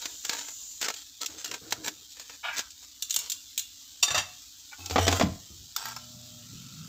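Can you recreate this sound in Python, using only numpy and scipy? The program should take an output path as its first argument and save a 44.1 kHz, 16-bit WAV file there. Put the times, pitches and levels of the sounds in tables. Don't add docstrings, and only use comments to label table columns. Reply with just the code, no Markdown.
import sys
import numpy as np
from scipy import signal
from scipy.fft import rfft
from scipy.io import wavfile
from scipy.ndimage import uniform_filter1d

SR = 44100
rng = np.random.default_rng(int(sys.argv[2]) if len(sys.argv) > 2 else 0)


def transcribe(signal):
    frames = np.atleast_2d(signal).T
    limited = np.clip(frames, -1, 1)
    pcm = np.round(limited * 32767).astype(np.int16)
    wavfile.write(sys.argv[1], SR, pcm)


N = 303408
TIME = np.arange(N) / SR


# (time [s], level [dB], weight [dB])
FOIL_SNAPS = [(.0165, -34.5, -34), (.0549, -24.5, -7), (.249, -24, -12.5), (.2941, -18, -7.5),
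              (.3319, -26, -7), (.4831, -34, -8), (.8135, -22, -10), (.8193, -34, -19), (.8261, -23.5, -5),
              (.8435, -31, -2), (.8833, -23, -1.5), (.9008, -28.5, -1.5), (.9391, -31.5, -15.5),
              (1.2112, -33, -11.5), (1.215, -25, -31), (1.2604, -20.5, -26.5), (1.4441, -24.5, -15),
              (1.5127, -28.5, -5.5), (1.5395, -31.5, -3), (1.7071, -31.5, -18), (1.7227, -17, -4),
              (1.8792, -23, -5), (2.196, -34, -11), (2.2953, -42, -1), (2.5809, -22, -13),
              (2.5914, -22, -6.5), (2.704, -40.5, -38), (3.1618, -37.5, -1.5), (4.8591, -27, -35)]
# (start [s], end [s], level [dB], weight [dB])
FOIL_DRAGS = [(0, .061, -44, -5.5), (.07, .15, -54, -11), (.241, .3, -41.5, -9), (.303, .36, -35, -1.5),
              (.365, .405, -40, -5.5), (.413, .527, -51.5, -6), (.813, .855, -35, -6.5), (.86, .92, -45, 1),
              (.96, 1.03, -47.5, -13.5), (1.21, 1.255, -42, -6), (1.28, 1.363, -50, -10),
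              (1.38, 1.44, -45, -10), (1.45, 1.494, -39, -10), (1.525, 1.56, -44.5, -1),
              (1.64, 1.74, -56.5, -6), (1.839, 1.89, -35.5, -6.5), (2.103, 2.135, -45, -51),
              (2.156, 2.365, -54.5, -5), (2.535, 2.562, -42, -12), (2.566, 2.6, -34, -9),
              (2.82, 2.852, -51, -12.5), (3.173, 3.28, -46, -11)]
# (frequency [Hz], width [Hz], lift [dB])
BOWL_PEAKS = [(291, 15.4, 18), (463, 78, 11), (873, 30, 3.5), (950, 30, 9.5), (1325, 29, 10),
              (1560, 260, 5.5), (1800, 83, 2.5), (2450, 50, -2), (4030, 270, -2.5), (5370, 39, 1),
              (6840, 440, 0.5)]
# (start [s], end [s], level [dB])
WALL_SKIDS = [(2.437, 2.504, -52.5), (2.504, 2.603, -60), (2.62, 2.685, -76), (4.72, 4.742, -62.5)]
# (frequency [Hz], width [Hz], lift [dB])
WALL_PEAKS = [(1140, 260, 20), (1530, 170, 25.5), (2030, 330, 13.5), (2390, 210, 21), (3480, 1700, 12.5)]
SKID_WEIGHT_DB = 19


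def foil():
    snaps = blows(FOIL_SNAPS, BOWL_PEAKS, low_db=-9, air_db=0.0, ripple_db=2.0,
                  rise_s=0.0011, decay_s=0.0037, blunting=0.3, after_db=-25.5, after_s=0.029)
    slips = crinkled(grains(per_s=4100, spread_db=3.3), per_s=70, lift=0.62, decay_s=0.014)
    drags = rubbing(FOIL_DRAGS, BOWL_PEAKS, slips, low_db=-10, air_db=-1.5, ripple_db=5.5,
                    edge_s=.014, release_s=0.011, settle=0.092, settle_s=0.051)
    skid_rows = [(*row, SKID_WEIGHT_DB) for row in WALL_SKIDS]
    skid_slips = grains(per_s=10000, spread_db=-0.5)
    skids = rubbing(skid_rows, WALL_PEAKS, skid_slips, low_db=-27, air_db=7.0, ripple_db=6.5,
                    edge_s=0.016, release_s=0.015)
    return snaps + drags + skids


# (time [s], level [dB])
TIP_CLICKS = [(3.0229, -22), (3.097, -32), (3.107, -19.5), (3.125, -31), (3.1418, -22.5), (3.162, -15.5),
              (3.1896, -25.5), (3.2985, -23.5), (3.3183, -21.5), (3.5773, -19), (3.593, -23.5)]
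# (frequency [Hz], width [Hz], lift [dB])
TIP_PEAKS = [(1470, 100, 20), (3600, 310, 9.7), (4140, 200, 3.5), (5800, 220, 4.1), (6740, 360, 10),
             (8020, 1200, 10), (16000, 200, 3.6)]
# (frequency [Hz], level [dB], t60 [s])
TIP_MODES = [(1640, -17, 0.093), (2800, -9, 0.37), (3480, -8, 0.53), (3870, 0, 0.044), (4280, -28, 0.11),
             (6520, -4, 0.094), (6680, 10, 0.061), (7200, 6, 0.16), (14860, -23, .08)]
# (time [s], level [dB], weight [dB])
TONG_BLOWS = [(4.0262, -14.5, -19.5), (4.0302, -16, -14.5), (4.0788, -27.5, -6.5), (4.104, -27.5, -4),
              (4.1448, -24, -1.5), (4.1559, -34, 3.5), (4.1772, -23, -2)]
# (frequency [Hz], width [Hz], lift [dB])
TONG_PEAKS = [(660, 86, 13.4), (1100, 280, 14), (1310, 50, 6.9), (1750, 140, 14.3), (2710, 60, 16.6),
              (3670, 83, 13.6), (4630, 37, 11.5), (5800, 75, 11.3), (7180, 110, 13)]
# (frequency [Hz], level [dB], t60 [s])
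TONG_MODES = [(726, -13, 0.34), (1153, -9, 0.37), (1345, -15, 0.32), (1660, -19, .17), (1940, -11.5, 0.31),
              (2720, -20, .17), (3600, 0, 0.31), (4660, 7.5, 0.15), (5530, -11, .13), (5840, 7.5, 0.17),
              (6673, 6.5, .1), (6670, 1, 0.084), (8660, -2, 0.13), (10400, -16, .16), (12700, -8, 0.15),
              (13440, -20, 0.18), (13980, -15, 0.18)]
TIP_WEIGHT_DB = -30.5


def tongs():
    tip_rows = [(*row, TIP_WEIGHT_DB) for row in TIP_CLICKS]
    tips = blows(tip_rows, TIP_PEAKS, low_db=-15, air_db=8.5, ripple_db=5.0,
                 rise_s=0.00037, decay_s=0.0047, blunting=0.29, after_db=-29, after_s=0.048,
                 modes=TIP_MODES, ring_db=-11, detune=0.0033)
    landing = blows(TONG_BLOWS, TONG_PEAKS, low_db=-12.5, air_db=-1.5, ripple_db=4.5,
                    rise_s=0.0017, decay_s=.0095, blunting=0.47, after_db=-23.5, after_s=0.031,
                    modes=TONG_MODES, ring_db=-9.0, detune=0.0017)
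    return tips + landing


# (time [s], level [dB], weight [dB])
BASKET_BLOWS = [(4.8976, -32.5, -10), (4.9088, -31.5, -4), (4.9589, -37, 18.5), (4.9806, -35.5, 13),
                (4.9856, -41.5, 15.5), (5.0675, -27, -1.5), (5.0792, -18.5, -1.5), (5.1129, -27.5, -8),
                (5.1258, -24.5, -1), (5.1973, -28.5, 2), (5.2099, -32, 12.5), (5.224, -29, -1.5)]
# (start [s], end [s], scraping level [dB], drumming level [dB])
SHOVES = [(4.786, 4.88, -49.5, -50), (4.908, 4.96, -43, -36), (4.984, 5.06, -35, -30),
          (5.069, 5.152, -41, -28), (5.154, 5.18, -35, -39)]
# (frequency [Hz], width [Hz], lift [dB])
HOUSING_PEAKS = [(193, 25, 5.7), (269, 38, 12.3), (455, 19, 13), (684, 18, 9.7), (772, 58, 11.3),
                 (1330, 230, 6.3), (1830, 9.9, 1.8), (3420, 200, 2.7)]
# (frequency [Hz], level [dB], t60 [s])
HOUSING_MODES = [(92, 9, 0.2), (180.6, -8, 0.49), (224, -7, 0.17), (277.5, 8, 0.33), (452, 5, 0.16),
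                 (664, -12.5, .16), (830, -4, 0.138), (1036, 5.5, 0.24), (1300, -19, 0.24)]
# (frequency [Hz], level [dB], t60 [s])
CABINET_MODES = [(136, -3, .08), (180, -0.5, 0.18), (215, 0, 0.095), (296, -3, 0.11)]
RUNNER_WEIGHT_DB = -5
STOP_S, STOP_DB = 5.229, -16.5


def basket():
    knocks = blows(BASKET_BLOWS, HOUSING_PEAKS, low_db=2.5, air_db=-2.0, ripple_db=1.5,
                   rise_s=0.00048, decay_s=0.0073, blunting=0.035, after_db=-29, after_s=0.039,
                   modes=HOUSING_MODES, ring_db=-17, detune=0.016)
    scrape_rows = [(start, end, db, RUNNER_WEIGHT_DB) for start, end, db, _ in SHOVES]
    slips = grains(per_s=2500, spread_db=-0.5)
    scrapes = rubbing(scrape_rows, HOUSING_PEAKS, slips, low_db=-2.5, air_db=2.0, ripple_db=7.0,
                      edge_s=0.011, release_s=0.026)
    push = sum(amp(db) * envelope(TIME, start, end, attack_s=0.017, release_s=0.012)
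               for start, end, _, db in SHOVES)
    drumming = push * tone(hz=88.5, waver=0.041, waver_hz=25.)
    out = knocks + scrapes + drumming
    add(out, STOP_S, amp(STOP_DB) * ring(CABINET_MODES, detune=0))
    return out


# (time [s], level [dB])
JOLTS = [(3.155, -64), (4.1, -46), (4.16, -47.5), (5.08, -50), (5.228, -27), (5.491, -47.5), (5.6, -53.5),
         (6.52, -45.5)]
# (frequency [Hz], width [Hz], lift [dB])
SHELL_PEAKS = [(99, 100, 25.5), (179, 12, 7), (313, 19, 19), (443, 36, 2)]
BOOM_RISE_S, BOOM_DECAY_S = 0.014, 0.05


def shell():
    spectrum = [(30, -13), (80, 9), (450, -0.5), (1000, -26), (3000, -54.5)]
    boom = coloured(rng.standard_normal(N), spectrum, peaks=SHELL_PEAKS)
    swell = sum(amp(db) * envelope(TIME, s, s + BOOM_RISE_S, BOOM_RISE_S, BOOM_DECAY_S) for s, db in JOLTS)
    return boom * swell


# (time [s], level [dB], weight [dB])
DIAL_CLICKS = [(5.763, -20, -8.5), (5.8548, -33, 1), (5.8834, -38, -1), (5.9635, -33.5, -1.5)]
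# (start [s], end [s], level [dB], weight [dB])
WINDING = [(5.775, 5.935, -44.5, -2.5)]
# (frequency [Hz], width [Hz], lift [dB])
DIAL_PEAKS = [(910, 67, 20.6), (1300, 120, 18.7), (1520, 82, 12.3), (4160, 27, 2.3), (4640, 75, 12.4),
              (5500, 340, 7.8), (8040, 86, 11), (9700, 89, 24), (14360, 310, 21.8)]


def timer(teeth_hz=97.2):
    tooth_phase = TIME * teeth_hz % 1
    teeth = grains(per_s=6000, spread_db=-1.5) * (.5 + np.exp(-tooth_phase / 0.41))
    whirr = rubbing(WINDING, DIAL_PEAKS, teeth, low_db=-8.5, air_db=-10.0, ripple_db=4.5,
                    edge_s=0.012, release_s=0.0027)
    clicks = blows(DIAL_CLICKS, DIAL_PEAKS, low_db=-25, air_db=-5.5, ripple_db=6.0,
                   rise_s=.0004, decay_s=0.0051, blunting=0.23, after_db=-48, after_s=.03)
    return whirr + clicks


# (frequency [Hz], rms level [dB])
HUM = [(119.7, -58), (239.4, -61)]
# (time [s], frequency [Hz])
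ROTOR = [(5.8, 62), (6.3, 92.4), (6.55, 119.8), (6.7, 147.7), (6.88, 168.5)]
# (frequency [Hz], gain [dB])
DRAUGHT = [(30, -31), (70, -13), (110, 3.5), (165, 7), (260, -0.5), (340, -18), (800, -32.5), (3000, -34)]
RUSH_DB, RUSH_POWER = -47, 2.1


def fan(on_s=5.83, swell_s=0.02, whine_db=-66.0, throb_db=-4.5):
    on = np.clip((TIME - on_s) / swell_s, 0, 1)
    speed_hz = np.interp(TIME, *np.transpose(ROTOR))
    hum = sum(amp(db) * np.sqrt(2) * np.sin(2 * np.pi * hz * TIME) for hz, db in HUM)
    whine = tone(hz=609.0, waver=0.011, waver_hz=12.0)
    whine += amp(-5.5) * band(rng.standard_normal(N), 650, 766)
    whine *= amp(whine_db) * envelope(TIME, start_s=5.91, end_s=6.41, attack_s=0.076, release_s=0.037)
    air_peaks = [(267, 71, 2.5), (1340, 72, 29.6), (2600, 200, 24)]
    air = patchy(coloured(rng.standard_normal(N), DRAUGHT, peaks=air_peaks), depth_db=2.5)
    throb = amp(throb_db) * tone(hz=speed_hz, waver=0.091, waver_hz=30.1)
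    rush = amp(RUSH_DB) * (speed_hz / speed_hz.max()) ** RUSH_POWER * (air + throb)
    return on * (hum + rush) + whine


# (start [s], end [s], level [dB])
ROLLS = [(0.056, 0.147, -60), (1.288, 1.372, -52.5), (1.483, 1.556, -50), (1.61, 1.689, -51),
         (1.71, 1.894, -49), (1.902, 2.026, -63.5)]
# (frequency [Hz], width [Hz], lift [dB])
GRATE_PEAKS = [(107, 34, 6.5), (311, 17, 26.5), (463, 53, 19), (680, 110, 14), (1060, 43, 5)]


def meat():
    spectrum = [(30, -19), (90, 0.5), (900, -17.0), (1400, -4), (4000, -37)]
    roll = coloured(rng.standard_normal(N), spectrum, peaks=GRATE_PEAKS)
    roll = patchy(roll, depth_db=4.)
    return roll * sum(amp(db) * envelope(TIME, start, end, attack_s=0.01, release_s=0.017)
                      for start, end, db in ROLLS)


# (time [s], level [dB])
SIZZLE_LEVEL = [(0, -45.5), (.5, -48), (1.1, -50.5), (2.9, -51), (3.4, -49.5), (6.9, -49.5)]
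# (frequency [Hz], gain [dB])
FAT = [(300, -34.5), (1300, -18), (2300, -17.5), (3000, -6), (3700, 0), (5000, -0.5), (7000, 1.5),
       (16000, 3)]
# (frequency [Hz], width [Hz], lift [dB])
JET_PEAKS = [(6060, 90, 26), (6700, 200, 21), (7030, 370, 25.5)]


def sizzle(jet_db=-43.5):
    fat = coloured(grains(per_s=9000, spread_db=-2.2), FAT, MICROPHONE)
    fat = patchy(fat, depth_db=4.)
    jet_spectrum = [(2000, -14), (5500, -3), (16000, 19.5)]
    jet = coloured(rng.standard_normal(N), jet_spectrum, MICROPHONE, peaks=JET_PEAKS)
    jet_swell = envelope(TIME, start_s=-0.46, end_s=0.7, attack_s=1.0, release_s=0.16)
    return fat * level(SIZZLE_LEVEL) + amp(jet_db) * jet * jet_swell


# (frequency [Hz], gain [dB])
KITCHEN = [(20, -28), (55, 8.5), (90, 5), (170, -12), (290, 3.5), (360, -21), (1000, -25), (4000, -37)]
KITCHEN_DB = -68.5


def kitchen():
    return amp(KITCHEN_DB) * coloured(rng.standard_normal(N), KITCHEN)


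def blows(rows, body, low_db, air_db, ripple_db, rise_s, decay_s, blunting, after_db, after_s,
          modes=None, ring_db=0, detune=0):
    out, t = np.zeros(N), np.arange(SR // 5) / SR
    hardest = max(db for _, db, _ in rows)
    for s, db, weight_db in rows:
        gains = shares(db, weight_db, low_db)
        decay = decay_s * amp(hardest - db) ** blunting
        shape = np.exp(-t / decay) + amp(after_db) * np.exp(-t / after_s)
        shape *= 1 - np.exp(-t / rise_s)
        crack = registers(rng.standard_normal(len(t)), body, air_db, ripple_db) * shape
        crack *= np.linalg.norm(shape) / np.linalg.norm(crack, axis=1, keepdims=True)
        add(out, s, gains @ crack)
        if modes:
            add(out, s, amp(ring_db) * np.linalg.norm(gains) * ring(modes, detune))
    return out


def ring(modes, detune):
    hz, db, t60 = np.transpose(modes)[:, :, None]
    t = np.arange(SR // 2) / SR
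    share, shift, side = rng.standard_normal((3, len(modes), 1))
    size = amp(db + share)
    waves = np.sign(side) * np.sin(2 * np.pi * hz * (1 + detune * shift) * t) * amp(-60 * t / t60)
    onset = 1 - np.exp(-t / .001)
    return onset * (size * waves).sum(0) / np.sqrt((size ** 2).sum() / 2)


def rubbing(rows, body, slips, low_db, air_db, ripple_db, edge_s, release_s, settle=0, settle_s=1):
    out, t = np.zeros(N), np.arange(SR // 2) / SR
    for start, end, db, weight_db in rows:
        stroke = envelope(t, 0, end - start, edge_s, release_s)
        lingering = envelope(t, 0, end - start, edge_s, settle_s)
        shape = (1 - settle) * stroke + settle * lingering
        run = slips[max(round(start * SR), 0):][:len(t)]
        rub = shares(db, weight_db, low_db) @ registers(run, body, air_db, ripple_db)
        add(out, start - edge_s / 2, shape * rub)
    return out


# (frequency [Hz], gain [dB])
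LOW = [(40, -19), (110, -9), (220, -4.5), (500, 1.5), (900, -6), (2000, -28.5), (8000, -72)]
MID = [(100, -53), (400, -52), (650, -0.5), (950, -2), (2400, 1.5), (3500, -5), (6000, -10), (9000, -30)]
TREBLE = [(300, -76), (1200, -56), (2200, -14.5), (3100, -4.5), (7800, 0.5)]
# (frequency [Hz], gain [dB])
MICROPHONE = [(20, 10), (7500, 1), (8300, -11.5), (9300, -20.5), (11500, -20), (13000, -12), (15000, -8.5),
              (16000, -24)]


def registers(x, body, air_db, ripple_db):
    shapes = LOW, MID, TREBLE + [(10000, air_db)]
    return np.array([coloured(x, shape, MICROPHONE, peaks=body, ripple_db=ripple_db) for shape in shapes])


def shares(db, weight_db, low_db):
    return amp([db + weight_db + low_db, db + weight_db, db])


def grains(per_s, spread_db):
    size = amp(spread_db * np.minimum(rng.exponential(1, N), 4.5))
    return evened(size * rng.standard_normal(N) * (rng.random(N) < per_s / SR))


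def crinkled(slips, per_s, lift, decay_s):
    kicks = np.minimum(rng.exponential(1, N), 2) * (rng.random(N) < per_s / SR)
    flurries = signal.lfilter([1], [1, -np.exp(-1 / (decay_s * SR))], kicks)
    return evened(slips * (1 + lift * flurries))


def tone(hz, waver, waver_hz):
    wander = band(rng.standard_normal(N), 0.67, waver_hz, order=1)
    return np.sqrt(2) * np.sin(2 * np.pi * np.cumsum(hz * (1 + waver * wander)) / SR)


def patchy(x, depth_db):
    hz, _, z = signal.stft(x, nperseg=1024, noverlap=768, fs=SR)
    patches = uniform_filter1d(rng.standard_normal(z.shape), size=4, axis=0)
    patches = evened(uniform_filter1d(patches, size=12, axis=1))
    depth = depth_db * np.interp(hz, [2500, 5000], [1, .35])[:, None]
    return evened(signal.istft(z * amp(depth * patches), nperseg=1024, noverlap=768)[1][:N])


def coloured(x, *spectra, peaks=(), ripple_db=0):
    hz = np.fft.rfftfreq(len(x), 1 / SR)
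    db = 0
    for spectrum in spectra:
        point_hz, point_db = np.transpose(spectrum)
        db = db + np.interp(np.log(hz + 1), np.log(point_hz), point_db)
    if ripple_db:
        delay_s, turn = rng.uniform(0, .005, (8, 1)), rng.random((8, 1))
        db = db + ripple_db * np.cos(2 * np.pi * (hz * delay_s + turn)).sum(0) / 2
    return evened(np.fft.irfft(rfft(x) * amp(db) * resonances(hz, peaks), len(x)))


def resonances(hz, peaks):
    return np.sqrt(1 + sum(amp(db) ** 2 / (1 + (2 * (hz - f) / width) ** 2) for f, width, db in peaks))


def band(x, lo_hz, hi_hz, order=2):
    return evened(signal.sosfilt(signal.butter(order, [lo_hz, hi_hz], "band", fs=SR, output="sos"), x))


def envelope(t, start_s, end_s, attack_s, release_s):
    return np.clip((t - start_s) / attack_s, 0, 1) * np.exp(-np.maximum(t - end_s, 0) / release_s)


def level(curve):
    return amp(np.interp(TIME, *np.transpose(curve), left=-120, right=-120))


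def amp(db):
    return 10 ** (np.asarray(db) / 20)


def evened(x):
    return x / np.sqrt(np.mean(x ** 2) + 1e-20)


def add(mix, s, sound):
    part = mix[max(round(s * SR), 0):][:len(sound)]
    part += sound[:len(part)]


def room(x, t60_low=0.37, t60_high=0.3):
    t = np.arange(SR // 2) / SR
    taps = rng.standard_normal(len(t)) * (rng.random(len(t)) < 3000 / SR) * (t > .006)
    low = signal.sosfilt(signal.butter(2, 2500, fs=SR, output="sos"), taps)
    high = signal.sosfilt(signal.butter(2, 2500, "high", fs=SR, output="sos"), taps)
    tail = low * amp(-60 * t / t60_low) - high * amp(-60 * t / t60_high)
    return signal.fftconvolve(x, tail / np.linalg.norm(tail))[:N]


def scene():
    near = foil() + meat()
    far = tongs() + basket() + shell() + timer()
    background = kitchen()
    echoes = room(amp(-32.5) * near + amp(-12.0) * far)
    return (near + far + echoes + sizzle() + fan() + background)[None]


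EDGE_HZ = 15650


def record(dry):
    lowpass = signal.firwin(401, EDGE_HZ, window=("kaiser", 8), fs=SR)
    return signal.oaconvolve(dry, lowpass[None], "same")


dry = scene()
out = record(dry)
transcribe(out)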